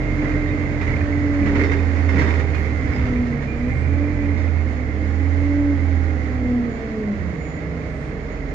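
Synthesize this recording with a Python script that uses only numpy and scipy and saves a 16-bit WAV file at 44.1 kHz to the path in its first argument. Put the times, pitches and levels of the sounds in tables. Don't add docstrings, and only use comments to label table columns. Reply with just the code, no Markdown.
import sys
import numpy as np
from scipy import signal
from scipy.fft import rfft, irfft, next_fast_len
from scipy.io import wavfile
from scipy.ndimage import uniform_filter1d

SR = 44100
rng = np.random.default_rng(int(sys.argv[2]) if len(sys.argv) > 2 else 0)


def to_wav(sig):
    pcm = np.clip(np.atleast_2d(sig), -1, 1) * 32767
    pcm = np.round(pcm).astype(np.int16)
    wavfile.write(sys.argv[1], SR, pcm.T)


N = 376613
TIME = np.arange(N) / SR

# time_s, speed_rpm
ENGINE_SPEED = [(0, 2695), (.3, 2677), (.6, 2639), (.95, 2613), (1.3, 2570), (1.75, 2515), (2.2, 2435),
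                (2.6, 2348), (3, 2238), (3.3, 2132), (3.47, 2042), (3.62, 2179), (3.8, 2403), (4.09, 2645),
                (4.3, 2523), (4.55, 2404), (4.8, 2251), (4.95, 2318), (5.2, 2454), (5.44, 2546),
                (5.6, 2579), (5.9, 2442), (6.5, 2193), (6.78, 2043), (7.04, 1886), (7.25, 1548),
                (7.39, 1390), (7.65, 1465), (8.1, 1385), (8.54, 1342)]
LIFT_AT_S, LIFT_TAKES_S = 6.47, 1
# strength_db, closed_throttle_change_db, flutter_0_to_1
BOOM_ORDERS = [(-4, -14.5, 0.5), (0.5, -14, 0), (-9, 4.5, 0.12)]
# pitch_hz, width_hz, resonance_level_db (relative), right_minus_left_db
BOOM_MODES = [(45.86, 0.57, -13.5, 4.5), (82.12, 5.9, -21, 12.5), (111.5, 5.5, -23, -1),
              (133.7, 5.7, -24, 2)]
# pitch_hz, width_hz, lift_db
BODY_RESONANCES = [(138.7, 2.9, 13), (210, 31, 8), (293, 15, 6), (446, 25, -1.5), (553, 29, -16.5)]
FAN_ORDER = 6.711
FAN_THROB_DB = -17.5
# flutter_0_to_1, changes_per_s
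FAN_FLUTTER = (.08, 22)
# strength_db, flutter_0_to_1
FAN_OVERTONES = [(0.5, 0.05), (-4.5, .08)]
# time_s, blade_tone_db, overtones_db
FAN_DRIVE = [(0, -8, -4), (1.5, 3.3, 1), (2.6, 2, -1), (4.4, 0, -1), (5.5, 3.8, .5), (6.6, 4.6, 2),
             (7.2, -1.5, 1), (7.8, 1, -4), (8.54, -9, -3)]
# pitch_hz, width_hz, resonance_level_db (relative), right_minus_left_db
FAN_MODES = [(165.5, 1.5, -35, 10), (178.8, 1.5, -22, 5), (208, 2.8, -17, .3), (217.7, 6.2, -31, 2),
             (241.9, 5.4, -26.5, 4.5), (245.7, 4.1, -26.5, -3.5), (275.4, 12, -39.5, 5.5),
             (287.54, 4.86, -23.5, 0), (298.76, 6.9, -22, 2)]
# pitch_hz, width_hz, resonance_level_db (relative), right_minus_left_db
OVERTONE_MODES = [(435, 6.2, -31.5, 2.5), (451.7, 9.6, -40, 3), (470.3, 16, -40, 3), (492, 6.8, -39.5, -2),
                  (524, 4.4, -47, 2), (575.6, 13, -41, 2), (603, 17.5, -43.5, 4.5), (665, 30, -44, 6),
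                  (725, 11, -47.5, 7), (763, 18, -59, 4), (803, 16, -47.5, 0.5)]
# time_s, level_db
CLATTER_LEVEL = [(0, -38.5), (1, -39), (2, -36.5), (3.5, -40.5), (4.7, -40.5), (5.4, -39.5), (6.3, -40),
                 (7.3, -42.5), (8.54, -41.5)]
# (per Hz, relative)
CLATTER_SPECTRUM = [(200, -8.5), (350, -6), (460, -0.5), (600, -5.5), (760, -7), (1000, -10.5), (1400, -11),
                    (2100, -12), (2800, -23), (3300, -23), (4700, -25), (6800, -29.5), (8000, -35.5),
                    (9000, -46.5), (11000, -46), (11700, -80), (14500, -94.5)]
GEAR_ORDERS = [36, 47, 50, 54]
GEAR_LEVELS = [-54, -64.5, -71.5, -65.5]
# pitch_hz, width_hz, lift_db
GEAR_COVER = (2082, 130, 18)
# twist_turns, changes_per_s
SHAFT_TWIST = (.0015, 24)
# centre_s, half_length_s, pitch_hz, width_hz, level_db
TURBO_HISS = (3.95, .48, 2360, 180, -50)
# time_s, roughness_db
ROUGHNESS = [(0, 3.5), (3.6, -2.5), (4.4, -1), (5, -5.5), (7.4, -3), (8.54, -6)]
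# level_db at 0 dB roughness, slope_db_per_db
TYRES, SUSPENSION, FITTINGS = (-31.5, 0.55), (-32, 0.98), (-45, 1.03)
# peak_s, decay_s, tyre_rumble_db, suspension_thud_db, trim_rattle_db
BUMPS = [(0.251, 0.15, -29, -39.5, -39), (.55, .12, -37, -31, -52.5), (0.901, 0.2, -38.5, -22.5, -37.5),
         (1.471, .1, -27.5, -27, -44), (1.621, 0.13, -26.5, -26.5, -34.5), (2.04, 0.11, -37.5, -33, -45.5),
         (2.221, .21, -25, -27, -33), (2.919, 0.35, -37, -22, -38), (3.719, 0.27, -46.5, -26.5, -47)]
BUMP_RISE_S = 0.057
# (per Hz, relative)
RUMBLE_SPECTRUM = [(50, -27), (100, -10.5), (135, -2.5), (170, -11.5), (210, -4.5), (300, 0.5),
                   (350, -11.5), (440, -8), (650, -15.5), (820, -25), (1100, -28.5), (2500, -61.5),
                   (9000, -120)]
# (per Hz, relative)
THUD_SPECTRUM = [(20, -37.5), (34, -10), (50, -2.5), (90, -1.5), (125, -12), (170, -21.5), (400, -49.5),
                 (1500, -88.5), (6000, -140)]
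# pitch_hz, level_db (before the change below)
DRIVELINE_HUM = [(137, -53), (274, -48), (408, -50.5), (433, -44.5), (470, -48.5), (608, -53), (630, -52)]
# time_s, change_db
OVERRUN = [(0, -10), (7.3, -3), (8.54, 4)]
# centre_s, pitch_hz, half_length_s, level_db, pitch_unsteadiness_0_to_1
DRONES = [(1.47, 203.3, 0.098, -30.5, .05), (1.68, 392, 0.1, -29.5, .06), (2.22, 199.2, 0.13, -33, 0.04),
          (3.38, 139, 0.17, -36, 0.04), (3.85, 128.1, 0.22, -33.5, 0.05), (5.1, 207, 0.2, -38, 0.05)]
# (per Hz, relative)
RATTLE_SPECTRUM = [(140, -13.5), (230, -7.5), (450, 7), (700, -6.5), (1100, -0.5), (1600, 1), (2300, -4),
                   (3200, -12.5), (5000, -16), (7000, -25), (8200, -28.5), (11000, -44), (12000, -59.5),
                   (14000, -77)]
# pitch_hz, width_hz, lift_db
PANEL_RINGS = [(207, 17, 9), (400, 8, 18), (936, 56, 9.5), (1870, 36, 5), (2340, 71, 3), (3614, 62, 7),
               (4870, 71, 2.5), (6050, 160, 4.5), (7100, 140, 4.5)]
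# start_s, level_db, decay_s, struck_part_hz, handrail_ring_db
KNOCKS = [(0.814, -32.5, 0.02, 2420, -67), (1.335, -40.5, 0.013, 1800, -71),
          (1.459, -31.5, 0.058, 1980, -60), (1.554, -30.5, 0.023, 1950, -59),
          (1.593, -37.5, 0.014, 1970, -58), (1.612, -38, 0.015, 2060, -58),
          (1.636, -38.5, 0.023, 1990, -46), (1.716, -29, 0.026, 2134, -54), (1.96, -39.5, .02, 1980, -59),
          (2.09, -31.5, 0.029, 2115, -53), (2.124, -40.5, .012, 1830, -58), (2.161, -38, .012, 2030, -57),
          (2.187, -32, 0.03, 2060, -44), (2.218, -34.5, .015, 1610, -56), (2.275, -35.5, 0.026, 1940, -53),
          (2.304, -34, .018, 2090, -55), (2.339, -39, 0.027, 2050, -55), (2.395, -34.5, 0.017, 1970, -59),
          (2.546, -34.5, 0.036, 2450, -72), (2.98, -42.5, 0.045, 2090, -63), (3.053, -44, 0.03, 2150, -63),
          (3.421, -37.5, 0.021, 1800, -65), (4.375, -43, 0.026, 2230, -54), (8.32, -52.5, 0.012, 6830, -73)]
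# pitch_hz, level_db (relative), decay_s
HANDRAIL_MODES = [(2940, -6.5, 0.032), (3640, -3, 0.12), (4300, -6, 0.034), (4730, -6.5, 0.038),
                  (5300, -1, .04), (5800, -2.5, 0.052), (7040, -8, 0.063)]
# centre_s, pitch_hz, half_length_s, level_db, pitch_unsteadiness_0_to_1
SQUEAKS = [(0.492, 3700, .025, -51, 0.02), (1.094, 1830, 0.018, -46, 0.015),
           (1.237, 1935, 0.018, -46.5, 0.02), (2.6, 11550, 0.074, -64, 0.03),
           (2.955, 5060, 0.03, -51, .003), (2.938, 13800, .03, -65, 0.08),
           (3.51, 2400, 0.035, -41.5, 0.006), (3.77, 2135, .05, -51, .005), (3.78, 7900, .12, -69, .012),
           (6.346, 13700, 0.0095, -62, 0.06), (6.458, 2095, 0.035, -52, 0.02), (6.74, 6930, .05, -64, .006),
           (7.485, 6920, 0.1, -58, 0.012), (7.582, 1990, 0.023, -51, 0.03), (8.002, 8250, 0.11, -65, 0.012),
           (8.33, 6560, 0.021, -65, 0.02)]
# pitch_hz, correlation
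LIKENESS = [(60, 0.91), (320, 0.91), (560, 0.49), (980, 0.14), (1700, -0.15), (3000, -0.019)]
# pitch_hz, left_db, right_db
PORT_COLOUR = [(62, -4, -2.5), (149, 4.5, 6), (247, -0.5, 1.5), (555, 0, 2), (806, -1, 6.5), (870, 0, 0.5),
               (1110, 3.5, 5), (1545, -0.5, 7.5), (2158, -8.5, 15.5), (2269, -8, 10), (2640, 5.5, 5.5),
               (3600, 0, -0.5), (4570, -0.5, 2.5), (5850, -2.5, -1), (6760, 6, -3), (8200, -5.5, -4.5)]
TOP_HZ = 14600


def boom(turns):
    out = 0
    for order, (db, closed_db, flutter) in enumerate(BOOM_ORDERS, 1):
        strength = undb(db + lifted() * closed_db)
        out = out + strength * driven(order * turns, BOOM_MODES, flutter, rate=13)
    return out


def growl(turns, shaft_hz, db=-47, closed_db=-8, count=28):
    comb = np.zeros(N)
    for order in range(4, count):
        hz = order * shaft_hz[::64]
        power = sum(undb(lift_db) ** 2 / (1 + (2 * (hz - f) / width) ** 2) for f, width, lift_db in BODY_RESONANCES)
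        gain = np.interp(TIME, TIME[::64], np.sqrt(power))
        comb += gain * np.sin(2 * np.pi * (order * turns + rng.random()))
    level_db = db + closed_db * lifted() + 1.4 * walk(5.0)
    return comb * undb(level_db) * pan(right_db=7.0)


def lifted():
    return np.clip((TIME - LIFT_AT_S) / LIFT_TAKES_S, 0, 1)


def fan(turns, blade_db=-48.0, throb_db=-30.5, overtone_db=-53.5):
    drive_db, overtone_drive_db = curves(FAN_DRIVE)
    blade = driven(FAN_ORDER * turns, FAN_MODES, *FAN_FLUTTER, direct_db=blade_db)
    throb = driven((FAN_ORDER + 1) * turns, FAN_MODES, *FAN_FLUTTER, direct_db=throb_db)
    overtones = 0
    for multiple, (db, flutter) in enumerate(FAN_OVERTONES, 2):
        partial = driven(multiple * FAN_ORDER * turns, OVERTONE_MODES, flutter, rate=18, direct_db=overtone_db)
        overtones = overtones + undb(db) * partial
    return undb(drive_db) * (blade + undb(FAN_THROB_DB) * throb) + undb(overtone_drive_db) * overtones


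def clatter(turns, load_db, sharpness=0.072):
    bursts = np.exp(sharpness * np.cos(4 * np.pi * turns) * undb(2.0 * walk(60)) / 2)
    noise = rng.standard_normal((2, N)) * bursts * undb(0.57 * walk(18))
    return field(noise, CLATTER_SPECTRUM) * undb(load_db)


def gears(turns, shaft_hz, load_db):
    cover_hz, width, lift_db = GEAR_COVER
    twist, twist_rate = SHAFT_TWIST
    turns = turns + twist * walk(twist_rate)
    whine = 0
    for order, db in zip(GEAR_ORDERS, GEAR_LEVELS):
        ring_db = lift_db / (1 + (2 * (order * shaft_hz - cover_hz) / width) ** 2) ** .5
        pair = np.array([tone(order * turns, flutter=0.47, rate=24) for _ in range(2)])
        whine = whine + undb(db + ring_db) * pair
    return whine * undb(1.3 * (load_db - np.max(load_db)))


def turbo():
    s, half_s, centre_hz, width, db = TURBO_HISS
    band = lambda hz: 1 / (1 + (2 * (hz - centre_hz) / width) ** 4)
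    hiss = unit(shape(rng.standard_normal((2, N)), band))
    return hiss * undb(db) * np.exp(-((TIME - s) / half_s) ** 2)


def jolts():
    roughness_db, = curves(ROUGHNESS)
    power = np.array([undb(db + slope * roughness_db) ** 2 for db, slope in (TYRES, SUSPENSION, FITTINGS)])
    for s, decay_s, *levels_db in BUMPS:
        rise = ((TIME - s) / BUMP_RISE_S) ** 2 / 2
        fall = (TIME - s) / decay_s
        bump = np.exp(-np.where(TIME < s, rise, fall))
        power += np.outer(undb(levels_db), bump) ** 2
    return np.sqrt(power)


def road(rolling, thudding):
    rumble = field(rng.standard_normal((2, N)), RUMBLE_SPECTRUM) * rolling
    thuds = unit(shape(rng.standard_normal(N), lambda hz: undb(at_hz(THUD_SPECTRUM, hz)[0]))) * thudding
    hum = sum(undb(db) * tone(hz * TIME, flutter=0.96, rate=8) for hz, db in DRIVELINE_HUM)
    return rumble + thuds * pan(right_db=0.5) + hum * undb(curves(OVERRUN)[0])


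def trim(shaking, rate=700, spread_db=-2.5, ring_s=0.0037):
    strength = undb(spread_db * np.minimum(rng.standard_exponential(N), 3))
    hits = (rng.random(N) < rate / SR) * strength
    keep = np.exp(-2 / (ring_s * SR))
    push = unit(np.sqrt(signal.lfilter([1], [1, -keep], hits ** 2))) * shaking
    for s, db, decay_s, *_ in KNOCKS:
        push = push + undb(db) * (TIME >= s) * np.exp(-np.minimum(np.abs(TIME - s) / decay_s, 20))
    ring = lambda hz: 1 + sum((undb(db) - 1) / (1 + 2j * (hz - f) / width) for f, width, db in PANEL_RINGS)
    rattle = field(shape(rng.standard_normal((2, N)) * push, ring), RATTLE_SPECTRUM)
    return rattle * np.sqrt(np.mean(push ** 2))


def chatter(shaking, count=900, db=-6.5, centre_hz=2080, scatter=.12, decay_s=.007, spread_db=4.5):
    out = np.zeros((2, N))
    for when, pitch, strength, *phases in rng.random((count, 5)):
        start = int(when * N)
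        after = TIME[:min(N - start, SR // 20)]
        hz = centre_hz * (1 + scatter * np.log(pitch / (1 - pitch)).clip(-3, 3) / 2)
        size = shaking[start] * undb(db + spread_db * min(-np.log(strength), np.e))
        ring = np.sin(2 * np.pi * (hz * after + np.array(phases)[:, None]))
        out[:, start:start + len(after)] += size * np.exp(-after / decay_s) * ring
    return out


def knock_rings(ring_db=-6, decay_s=0.019):
    out = np.zeros((2, N))
    for s, db, _, hz, rail_db in KNOCKS:
        near = (TIME >= s) & (TIME < s + .3)
        after = TIME[near] - s
        out[:, near] += undb(db + ring_db) * np.exp(-after / decay_s) * np.sin(2 * np.pi * hz * after)
        for mode_hz, mode_db, mode_s in HANDRAIL_MODES:
            struck_hz = mode_hz * (1 + 0.0027 * rng.standard_normal())
            angle = 2 * np.pi * (struck_hz * after + rng.random((2, 1)))
            out[:, near] += undb(rail_db + mode_db) * np.exp(-after / mode_s) * np.sin(angle)
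    return out


def squeaks():
    return np.array([swells(SQUEAKS, rate=540) * undb(2 * walk(60)) for _ in range(2)])


def saloon(x, size=2200):
    echoes = rng.standard_normal((2, size)) * np.linspace(1, 0, size)
    echoes *= .36 / np.sqrt(np.sum(echoes ** 2, axis=1, keepdims=True))
    treble = signal.sosfilt(signal.butter(2, 2500, "high", fs=SR, output="sos"), x)
    return x + signal.oaconvolve(treble, echoes, axes=1)[:, :N]


def driven(turns, modes, flutter, rate, direct_db=-90):
    run_up = turns[0] + (turns[1] - turns[0]) * np.arange(-SR // 2, 0)
    drive = np.exp(2j * np.pi * (np.concatenate([run_up, turns]) + rng.random()))
    out = undb(direct_db) * drive[-N:]
    for hz, width, db, right_db in modes:
        damping = np.pi * abs(width) / SR
        wave = signal.lfilter([damping], [1, -np.exp(2j * np.pi * hz / SR - damping)], drive)[-N:]
        out = out + undb(db) * pan(right_db) * wave
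    unsteady = 1 + flutter * (walk(rate) + 1j * walk(rate))
    return np.sqrt(2 / (1 + 2 * flutter ** 2)) * np.real(out * unsteady)


def tone(turns, flutter, rate):
    angle = 2 * np.pi * (turns + rng.random())
    partial = (1 + flutter * walk(rate)) * np.sin(angle) + flutter * walk(rate) * np.cos(angle)
    return np.sqrt(2 / (1 + 2 * flutter ** 2)) * partial


def swells(table, rate):
    out = np.zeros(N)
    drift = np.cumsum(walk(rate)) / SR
    for s, hz, half_s, db, waver in table:
        near = np.abs(TIME - s) < 3 * half_s
        swell = undb(db) * np.exp(-((TIME[near] - s) / half_s) ** 2)
        out[near] += swell * np.sqrt(2) * np.sin(2 * np.pi * hz * (TIME[near] + waver * drift[near]))
    return out


def field(pair, spectrum):
    sign = np.array([[1], [-1]])

    def response(hz):
        likeness = np.clip(at_hz(LIKENESS, hz), -.99, .99)
        return undb(at_hz(spectrum, hz)) * np.sqrt(1 + sign * likeness)

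    mid, side = shape(pair, response)
    return unit(np.array([mid + side, mid - side]))


def shape(x, response):
    size = next_fast_len(N + 4096, True)
    hz = np.maximum(np.arange(size // 2 + 1) * SR / size, 1)
    return irfft(rfft(x, size) * response(hz), size)[..., :N]


def walk(rate):
    k = max(int(SR / rate), 2)
    steps = rng.standard_normal(8192)
    return 1.3 * uniform_filter1d(np.interp(TIME * rate, np.arange(len(steps)), steps), k)


def curves(table):
    s, *columns = np.transpose(table)
    return [np.interp(TIME, s, c) for c in columns]


def at_hz(table, hz):
    f, *columns = np.transpose(table)
    return np.array([np.interp(np.log(hz), np.log(f), c) for c in columns])


def pan(right_db):
    return undb(np.array([[-right_db], [right_db]]) / 2)


def undb(db):
    return 10 ** (np.asarray(db) / 20)


def unit(x):
    return x / np.sqrt(np.mean(x ** 2))


def scene():
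    shaft_hz = uniform_filter1d(curves(ENGINE_SPEED)[0], size=3000) / 60
    turns = np.cumsum(shaft_hz) / SR
    load_db, = curves(CLATTER_LEVEL)
    engine = boom(turns) + growl(turns, shaft_hz) + fan(turns)
    rolling, thudding, shaking = jolts()
    echoing = saloon(clatter(turns, load_db) + trim(shaking) + chatter(shaking) + knock_rings())
    body = road(rolling, thudding) + swells(DRONES, rate=80) + squeaks() + turbo()
    coloured = echoing + gears(turns, shaft_hz, load_db) + body
    return engine + shape(coloured, lambda hz: undb(at_hz(PORT_COLOUR, hz)))


def record(dry):
    return signal.sosfilt(signal.ellip(8, .2, 70, TOP_HZ, fs=SR, output="sos"), dry)


dry = scene()
out = record(dry)
to_wav(out)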